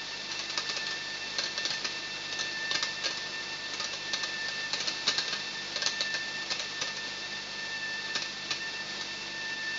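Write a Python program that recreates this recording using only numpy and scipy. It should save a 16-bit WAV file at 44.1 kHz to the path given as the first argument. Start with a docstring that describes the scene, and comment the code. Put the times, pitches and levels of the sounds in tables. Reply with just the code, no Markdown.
"""Optical sorter on the factory floor

Microphone just above the fast conveyor belt. Ejector valves click open and spit short puffs of air
at passing pieces, ringing in the sheet-metal housing and echoing faintly in the hall. The drive whines,
swelling once with every lap of the belt. Underneath, the belt hisses and the mains and motors hum."""
import sys
import numpy as np
from scipy import signal
from scipy.fft import rfft, irfft
from scipy.io import wavfile

SR = 44100
rng = np.random.default_rng(int(sys.argv[2]) if len(sys.argv) > 2 else 0)


def file_out(sig):
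    """Save sig as 16-bit WAV at sys.argv[1]."""
    # one column per channel
    cols = np.atleast_2d(sig).T
    # limit, then scale
    lim = np.clip(cols, -1, 1)
    pcm = np.round(lim * 32767).astype(np.int16)
    wavfile.write(sys.argv[1], SR, pcm)


N = 431298
TIME = np.arange(N) / SR
LAP_S, MAINS_HZ, TOP_EDGE_HZ = 1.76, 50, 7330

# pieces blown off the belt: (time [s], relative click level [dB], relative puff level [dB], ring [Hz])
EJECTIONS = [(0.316, -20.5, -41, 4670), (.392, -18.5, -37, 4440), (.497, -22, -37.5, 3970),
             (.576, -12.5, -35.5, 5100), (.691, -19, -33.5, 4400), (.7655, -19.5, -36.5, 4950),
             (.867, -19.5, -45, 4230), (0.908, -20.5, -37.5, 4630), (1.384, -15, -31.5, 4290),
             (1.437, -20, -37.5, 4370), (1.457, -23, -40, 4460), (1.578, -17, -40, 4680),
             (1.652, -14.5, -34.5, 3630), (1.704, -17.5, -34.5, 4340), (1.737, -21, -41, 4600),
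             (1.845, -23, -31.5, 4430), (2.326, -21, -39.5, 3760), (2.390, -19, -37.5, 3580),
             (2.410, -19, -42, 6040), (2.713, -15.5, -42, 3730), (2.746, -19, -29, 4860),
             (2.827, -12, -34.5, 4380), (3.038, -22, -33.5, 4410), (3.057, -16, -34, 4400),
             (3.107, -23.5, -41, 3640), (3.173, -20, -40.5, 4570), (3.736, -21, -38.5, 4020),
             (3.799, -16.5, -35.5, 4330), (3.843, -18, -39, 4080), (3.932, -25.5, -36.5, 4300),
             (4.134, -15, -35, 4250), (4.233, -20.5, -33.5, 4160), (4.484, -22, -37.5, 5100),
             (4.732, -15, -33.5, 4450), (4.803, -17.5, -34, 3650), (4.874, -15.5, -38, 4280),
             (4.883, -18, -39.5, 4530), (5.0698, -14.5, -34, 3830), (5.079, -12, -28, 3900),
             (5.101, -30, -38.5, 4300), (5.181, -16, -31, 5400), (5.2802, -21, -39, 3850),
             (5.326, -23, -33, 4500), (5.759, -16, -36, 3850), (5.820, -17.5, -35.5, 5270),
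             (5.862, -10.5, -32, 4700), (6.007, -14.5, -36.5, 4300), (6.141, -20, -33.5, 5500),
             (6.5035, -16, -47, 4090), (6.512, -18.5, -31.5, 4500), (6.595, -18.5, -35.5, 3800),
             (6.814, -18, -31.5, 3700), (6.873, -25, -39, 4380), (6.968, -22.5, -39.5, 4040),
             (8.152, -19, -30, 3800), (8.221, -18.5, -41, 4230), (8.507, -16, -31.5, 3950),
             (9.011, -21.5, -42, 3840)]
# spectra of valve click, air puff and belt hiss: (frequency [Hz], relative level [dB])
CLICK_SPECTRUM = [(100, -28.5), (500, -13), (1500, -16.5), (2700, -9.5), (3350, -8), (3700, -5), (4300, 2),
                  (5000, -6), (5900, -3.5), (7200, -18)]
PUFF_SPECTRUM = [(50, -29), (130, -9.5), (230, -14), (400, -7.5), (800, -12), (1400, -11), (2400, -6),
                 (3100, -5), (3900, -6.5), (5000, -1), (6000, -6.5), (7200, -17.5)]
BELT_SPECTRUM = [(20, -19.5), (80, -20), (120, -7.5), (230, -3), (300, -0.5), (650, -1), (820, -2.5),
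                 (1450, -2.5), (2400, 0.5), (2950, -2), (3700, 3.5), (4500, 4), (5600, -1), (6400, -7),
                 (7200, -11)]
# resonances of the sheet-metal housing: (frequency [Hz], width [Hz], lift at boxed=1 [dB])
HOUSING_MODES = [(355, 43, 2.5), (530, 56, 1.5), (591, 100, 6.5), (930, 48, 4), (1106, 110, 7.5),
                 (1245, 84, 10.5), (1530, 110, 1), (1619, 100, 10.5), (2110, 30, 6), (2347, 170, 5),
                 (2530, 27, 6.5), (4130, 990, 1)]
# ring of the housing: (frequency [Hz], time to fall 60 dB [s])
HOUSING_DECAY = [(200, 0.17), (1000, 0.09), (4000, 0.16), (7000, 0.1)]
# the whine's strong second partial, sagging at the belt's stiffest spot: (time in lap [s], pitch [Hz])
LAP_PITCH = [(0, 1786), (.3, 1787), (.55, 1783), (.73, 1785), (.83, 1772), (.93, 1784), (1.05, 1782),
             (1.25, 1788), (1.5, 1784)]
# the whine's swell, greatest at that spot: (time in lap [s], level [dB])
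LAP_SWELL = [(0, -39), (.3, -41), (.42, -49.5), (.57, -39.5), (.9, -35.5), (1.14, -37.5), (1.33, -43.5),
             (1.63, -38.5)]
# brief dips in the whine: (time in lap [s], gain [dB])
LAP_CHOKES = [(.055, -15.5), (.11, -5.5), (.17, -8.5), (0.249, -15.5), (0.519, -3), (.625, -3), (.76, -4),
              (.985, -5.5), (1.04, -5), (1.101, -3), (1.19, -14), (1.295, -12.5), (1.43, -8.5),
              (1.544, -14), (1.68, -14), (1.73, -5)]
# the whine starts softer, then comes up: (time [s], gain [dB])
WHINE_RISE = [(1.1, -5), (1.4, -1.5)]
# the whine's weaker partials: (harmonic [number], level [dB], share of the swell followed [0-1])
WHINE_PARTIALS = [(1, -57.5, 0.18), (3, -47.5, 0.2), (4, -51, 0.34), (5, -53, 0.34), (6, -59, .2),
                  (7, -66.5, .2)]
# slow drift of the belt's hiss: (time [s], gain [dB])
BELT_DRIFT = [(0, 1), (.9, 1.8), (2, 1.65), (3, 1.7), (4, 1.15), (5, 3), (6, 1.5), (7, 1.5), (8, 0.5),
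              (9, 1), (9.78, 0.8)]
# mains hum: (harmonic [number], starting level [dB], flutter [0-1], growth [dB/s])
MAINS_PARTIALS = [(1, -67.5, .04, 0), (2, -69.5, .2, 0), (3, -62.5, .25, 0), (4, -63.5, .35, .55)]
# motor tones: (frequency [Hz], level [dB])
MOTOR_TONES = [(338, -62), (471, -66.5), (936, -67), (1222, -65)]


def valves(click_s=0.002, rise_s=0.0023, shut_s=0.0035, click_wet=0.9, puff_wet=0.53):
    """Inside the housing, each valve snaps open, rings its nozzle and blows air until it shuts."""
    click_gain_db, puff_gain_db, ping_gain_db, neighbour_db = -6.5, 2.5, -9, -11
    usual_open_s, usual_puff_db, doubling_db = 0.0099, -34.5, 17.5
    t = np.arange(int(0.16 * SR)) / SR
    ping_envelope = (1 - np.exp(-t / 0.0004)) * np.exp(-t / 0.004)
    clicks, puffs, pings = np.zeros((3, N))
    for s, click_db, puff_db, nozzle_hz in EJECTIONS:
        crack, next_crack, air = rng.standard_normal((3, len(t)))
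        ring = echoes(HOUSING_DECAY, t[-1])  # every nozzle has its own paths through the housing
        snap = np.sign(crack) * np.exp(-t / click_s)
        delay_s = rng.uniform(0.003, 0.011)  # the piece's edge trips the next valve too
        add(snap, delay_s, amp(neighbour_db) * np.sign(next_crack) * np.exp(-t / click_s))
        # a bigger piece gets a stronger and longer puff
        open_s = usual_open_s * 2 ** ((puff_db - usual_puff_db) / doubling_db)
        jet = air * (1 - np.exp(-t / rise_s)) * np.exp(-np.maximum(t - open_s, 0) / shut_s)
        add(clicks, s, amp(click_db + click_gain_db) * (snap + click_wet * through(snap, ring)))
        add(puffs, s, amp(puff_db + puff_gain_db) * (jet + puff_wet * through(jet, ring)))
        add(pings, s, amp(click_db + ping_gain_db) * ping_envelope * np.sin(2 * np.pi * nozzle_hz * t))
    clicks = through(clicks, colour(CLICK_SPECTRUM, boxed=1.0))
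    puffs = through(puffs, colour(PUFF_SPECTRUM, boxed=1.09))
    return pings + clicks + puffs


def drive_whine(waver_hz=3, wobble_hz=3, roller_hz=8, second_partial_db=0.6):
    """The drive sings on multiples of about 890 Hz; the belt's lap and a roller's turn bend the pitch."""
    second_hz = np.interp(TIME, *np.transpose(LAP_PITCH), period=LAP_S)
    second_hz += waver_hz * wander(16.34)
    second_hz += wobble_hz * tone(roller_hz * TIME, scatter=0.48, rate_hz=0.89)
    turns = np.cumsum(second_hz) / SR / 2  # cycles of the fundamental
    gain = lap_gain()
    whine = amp(second_partial_db) * gain * tone(2 * turns, scatter=0.28, rate_hz=20)
    for harmonic, db, share in WHINE_PARTIALS:
        whine += amp(db) * unit(gain) ** share * tone(harmonic * turns, scatter=0.62, rate_hz=18)
    return whine


def lap_gain(choke_half_s=0.019):
    """The whine's gain: one swell and the same brief chokes in every lap of the belt."""
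    db = np.interp(TIME, *np.transpose(LAP_SWELL), period=LAP_S)
    db += np.interp(TIME, *np.transpose(WHINE_RISE))
    for s, choke_db in LAP_CHOKES:
        away_s = (TIME - s + LAP_S / 2) % LAP_S - LAP_S / 2
        db += choke_db * np.exp(-(away_s / choke_half_s) ** 2)
    return amp(db)


def belt_hiss(level_db=-41, flutter_db=0.72):
    """Just below the microphone, the belt rubs over its bed: a steady, slightly fluttering hiss."""
    hiss = through(rng.standard_normal(N), colour(BELT_SPECTRUM, boxed=0.043))
    drift_db = np.interp(TIME, *np.transpose(BELT_DRIFT))
    return hiss * amp(level_db + drift_db + flutter_db * wander(25))


def hum():
    """In the background, the mains supply drones and the motors' tones flutter."""
    mains = sum(amp(db + growth * TIME) * tone(harmonic * MAINS_HZ * TIME, flutter, rate_hz=13)
                for harmonic, db, flutter, growth in MAINS_PARTIALS)
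    motors = sum(amp(db) * tone(hz * TIME, scatter=0.66, rate_hz=2) for hz, db in MOTOR_TONES)
    return mains + motors


def tone(turns, scatter, rate_hz):
    """A sine that flutters because part of it, scatter (0-1), arrives by shifting reflections."""
    reflected = (wander(rate_hz) + 1j * wander(rate_hz)) / np.sqrt(2)
    fading = np.sqrt(1 - scatter ** 2) + scatter * reflected
    return np.sqrt(2) * (fading * np.exp(2j * np.pi * turns)).real


def colour(spectrum, boxed, size=4096):
    """Causal response of a spectrum, lifted by the housing's resonances as far as boxed says."""
    hz = np.fft.rfftfreq(size, 1 / SR)
    housing_db = sum(lift / (1 + (2 * (hz - f) / width) ** 2) for f, width, lift in HOUSING_MODES)
    db = read(spectrum, hz) + boxed * housing_db
    log_gain = np.log(amp(np.r_[db, db[-2:0:-1]]))
    minimum_phase = np.exp(signal.hilbert(log_gain).conj())
    response = np.fft.ifft(minimum_phase).real[:size // 2]
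    return response / np.sqrt(np.mean(amp(db) ** 2 * (hz < TOP_EDGE_HZ)))  # energy 1 below the edge


def echoes(t60s, length_s, size=128):
    """Dense reflections of energy 1, each band dying at its own speed."""
    hz, t, bands = signal.stft(rng.standard_normal(int(length_s * SR)), SR, nperseg=size)
    decay = amp(-60 * t / read(t60s, hz)[:, None])
    tail = signal.istft(bands * decay, SR, nperseg=size)[1]
    return tail / np.linalg.norm(tail)


def wander(rate_hz):
    """A random curve of rms 1 that moves at up to about rate_hz."""
    hz = np.fft.rfftfreq(4096, N / SR / 4096)
    curve = irfft(rfft(rng.standard_normal(4096)) / np.sqrt(1 + (hz / rate_hz) ** 4))
    return unit(np.interp(TIME, np.linspace(0, N / SR, len(curve)), curve))


def through(x, response):
    """Passes a sound through a response, keeping its length."""
    return signal.oaconvolve(x, response)[:len(x)]


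def add(mix, s, sound):
    """Mixes a sound in at s seconds."""
    part = mix[max(round(s * SR), 0):][:len(sound)]
    part += sound[:len(part)]


def read(points, hz):
    """Joins (frequency, value) points on a log-frequency axis."""
    f, value = np.transpose(points)
    return np.interp(np.log(hz + 1), np.log(f + 1), value)


def amp(db):
    """Decibels to gain."""
    return 10 ** (np.asarray(db) / 20)


def unit(x):
    """Scales to rms 1."""
    return x / np.sqrt(np.mean(abs(x) ** 2) + 1e-20)


def scene(hall_db=-8):
    """One microphone above the belt: the valves and their faint hall echo over the running machine."""
    shots = valves()
    hall = echoes(t60s=[(200, 0.19), (4000, 0.56), (7000, 0.54)], length_s=0.86)
    return (shots + amp(hall_db) * through(shots, hall) + belt_hiss() + hum() + drive_whine())[None]


def record(dry):
    """A narrow-band recorder with a steep upper edge."""
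    lowpass = signal.firwin(201, TOP_EDGE_HZ, window=("kaiser", 8), fs=SR)
    return signal.oaconvolve(dry, lowpass[None], "same")


dry = scene()
out = record(dry)
file_out(out)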